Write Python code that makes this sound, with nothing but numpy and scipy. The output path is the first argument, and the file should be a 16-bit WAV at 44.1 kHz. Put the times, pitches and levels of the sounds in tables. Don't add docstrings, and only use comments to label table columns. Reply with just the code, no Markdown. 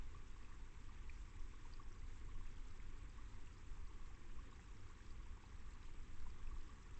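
import sys
import numpy as np
from scipy import signal
from scipy.fft import rfft, irfft, next_fast_len
from scipy.io import wavfile
from scipy.ndimage import uniform_filter1d, map_coordinates

SR = 44100
rng = np.random.default_rng(int(sys.argv[2]) if len(sys.argv) > 2 else 0)


def store_wav(level_fs):
    pcm = np.round(np.clip(np.atleast_2d(level_fs), -1, 1) * 32767)
    wavfile.write(sys.argv[1], SR, pcm.T.astype(np.int16))


N = 308259

# t/s, f/Hz, peak level/dB, attack/cycles
BUBBLE_CUES = [(0.147, 1120, -55, 2.1), (0.361, 1105, -61, 3), (0.447, 2560, -60, 2),
               (0.524, 1790, -58.5, 1.7), (1.0957, 2415, -51, 3.2), (1.0965, 1990, -58.5, 1.6),
               (1.144, 5840, -67, 3.8), (1.395, 5830, -66, 5), (1.536, 1090, -61, 2.7),
               (1.653, 940, -55.5, 1.9), (1.737, 4670, -53, 2.3), (1.796, 1146, -56, 4.1),
               (1.928, 5730, -63, 3.4), (1.994, 4960, -62, 0.91), (2.288, 1115, -60.5, 3),
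               (2.352, 1080, -61.5, 1.9), (2.409, 1045, -59, 3.1), (2.570, 3310, -64, 3),
               (2.685, 5780, -61, 1.2), (2.8, 2120, -56, 1.8), (3.181, 1130, -63, 5),
               (3.472, 2750, -61.5, 2.6), (3.581, 5210, -65, 3.5), (4.385, 1127, -60, 4.9),
               (4.526, 1100, -57.5, 2.2), (4.531, 3800, -66, 4), (4.595, 1800, -55.5, 0.86),
               (4.897, 1030, -61.5, 4), (5.004, 1650, -61, 2), (5.066, 4940, -61, 1.5),
               (5.106, 4770, -64, 4), (5.260, 915, -62, 3.0), (5.374, 950, -58.5, 1.7),
               (5.437, 896, -56.5, 1.4), (5.829, 3900, -66, 4), (6.265, 990, -53.5, 2.2),
               (6.3037, 4840, -60.5, 1.8), (6.472, 2540, -58.5, 2.7), (6.510, 1110, -61, 4.2),
               (6.564, 1140, -60, 2.5), (6.692, 1160, -61, 5), (6.829, 5600, -64, 3.4),
               (6.910, 7800, -65, 7)]
# f/Hz, relative level/dB
RUSH_EQ = [(300, -12), (700, -7.5), (900, 1), (1140, 5), (1300, 0.5), (1900, 0), (2450, -2), (3000, -6),
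           (3500, -6.5), (4400, -13), (6000, -10.5), (6700, -10.5), (7600, -8.5), (8600, -11.5)]
# f/Hz, relative level/dB
RUMBLE_EQ = [(5, -28.5), (10, 0.5), (20, 1.5), (34, -9.5), (50, -9), (70, -19), (100, -25.5), (150, -37.5),
             (300, -59.5), (700, -100)]
# f/Hz, relative level/dB
WOODS_EQ = [(25, 1), (60, 11.5), (100, 9), (150, -3), (205, -1), (300, -2), (400, -5.5), (500, -8.5),
            (700, -12.5), (1200, -21), (4000, -54.5)]


def amp(db):
    return 10 ** (np.asarray(db) / 20)


def unit(x):
    return x / np.sqrt(np.mean(x ** 2) + 1e-20)


def wobble(per_s):
    points = rng.standard_normal(int(N * per_s / SR) + 4)
    return map_coordinates(points, [np.arange(N) * per_s / SR])


def filtered(x, response):
    size = next_fast_len(N + 8192)
    return irfft(rfft(x, size) * response(np.fft.rfftfreq(size, 1 / SR)), size)[:N]


def noise(eq, patchy_db):
    bands = signal.stft(rng.standard_normal(N), nperseg=256)[2]
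    patches = uniform_filter1d(rng.standard_normal(bands.shape), size=7, axis=0)
    patches = uniform_filter1d(patches, size=10, axis=1)
    textured = signal.istft(bands * amp(patchy_db * unit(patches)), nperseg=256)[1][:N]
    hz, db = np.transpose(eq)
    return unit(filtered(textured, lambda f: amp(np.interp(np.log(f + 1), np.log(hz), db))))


def ring_bubbles(start_s, hz, gain, attack_s, glide):
    t = np.arange(SR // 40) / SR
    age = t / np.maximum(attack_s, 1e-4)[:, None]
    envelope = gain[:, None] * age * np.exp(1 - age)
    pitch = hz[:, None] * (1 + glide[:, None] * np.tanh((age - 2) / 2))
    rings = envelope * np.sin(2 * np.pi * np.cumsum(pitch, axis=1) / SR)
    positions = (start_s * SR).astype(int)[:, None] + np.arange(len(t))
    return np.bincount(positions.ravel(), rings.ravel(), N)[:N]


def swarm(count, hz, spread, cycles, scatter_db, rise):
    when, softness = rng.random((count, 2)).T
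    detune, length, drift = rng.standard_normal((count, 3)).T
    pitch = hz * np.exp(spread * detune)
    gain = amp(-scatter_db * np.log(softness + .07))
    attack_s = cycles * np.exp(.3 * length) / pitch
    return unit(ring_bubbles(when * N / SR, pitch, gain, attack_s, rise * (1 + drift)))


def trickle():
    hollow = amp(-82) * swarm(count=160, hz=1111, spread=.06, cycles=2.7, scatter_db=1.8, rise=.03)
    gurgles = amp(-82) * swarm(count=480, hz=967, spread=.1, cycles=1.7, scatter_db=4.5, rise=.05)
    plips = amp(-81.5) * swarm(count=850, hz=2104, spread=.26, cycles=2.1, scatter_db=4.5, rise=.074)
    ticks = amp(-85.5) * swarm(count=800, hz=5300, spread=.22, cycles=1.9, scatter_db=4, rise=.04)
    fizz = amp(-89) * swarm(count=500, hz=8030, spread=.057, cycles=2.9, scatter_db=6, rise=.048)
    return hollow + gurgles + plips + ticks + fizz


def bank_echo(water, t60_s):
    t = np.arange(SR // 4) / SR
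    tail = rng.standard_normal(len(t)) * amp(-60 * t / t60_s) * (t > .002)
    return signal.fftconvolve(water, tail / np.linalg.norm(tail))[:N]


def rush():
    level_db, surge_db, spray_hz = -69.5, .23, 3800
    hiss = amp(level_db + surge_db * wobble(per_s=7)) * noise(RUSH_EQ, patchy_db=.85)
    spray = filtered(hiss, lambda f: 1 - 1 / (1 + (f / spray_hz) ** 4))
    flutter = amp(.73 * wobble(per_s=15) + 1.08 * wobble(per_s=70))
    return hiss + spray * (flutter - 1)


def air_rumble():
    level_db, eddy_db = -50, 2
    return amp(level_db + eddy_db * wobble(per_s=10)) * noise(RUMBLE_EQ, patchy_db=.02)


def woods():
    return amp(-62.5) * noise(WOODS_EQ, patchy_db=.18)


def close_bubbles():
    start_s, hz, level_db, cycles = np.transpose(BUBBLE_CUES)
    glide_per_cycle, glide_scatter = .014, .022
    glide = glide_per_cycle * cycles + glide_scatter * rng.standard_normal(len(hz))
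    return ring_bubbles(start_s, hz, amp(level_db), cycles / hz, glide)


def scene():
    water = close_bubbles() + trickle()
    echo = amp(-10.5) * bank_echo(water, t60_s=.061)
    return (water + echo + rush() + air_rumble() + woods())[None]


def record(dry):
    notch_hz, width_hz, depth = 632, 320, .84
    rolloff_hz, cut_hz = 7950, 8800

    def response(f):
        resonance = 1j * f * width_hz / (notch_hz ** 2 - f * f + 1j * f * width_hz)
        rolloff = 1 / np.sqrt(1 + (f / rolloff_hz) ** 44)
        high_cut = 1 / np.sqrt(1 + (f / cut_hz) ** 160)
        return (1 - depth * resonance) * rolloff * high_cut

    return filtered(dry[0], response)[None]


dry = scene()
out = record(dry)
store_wav(out)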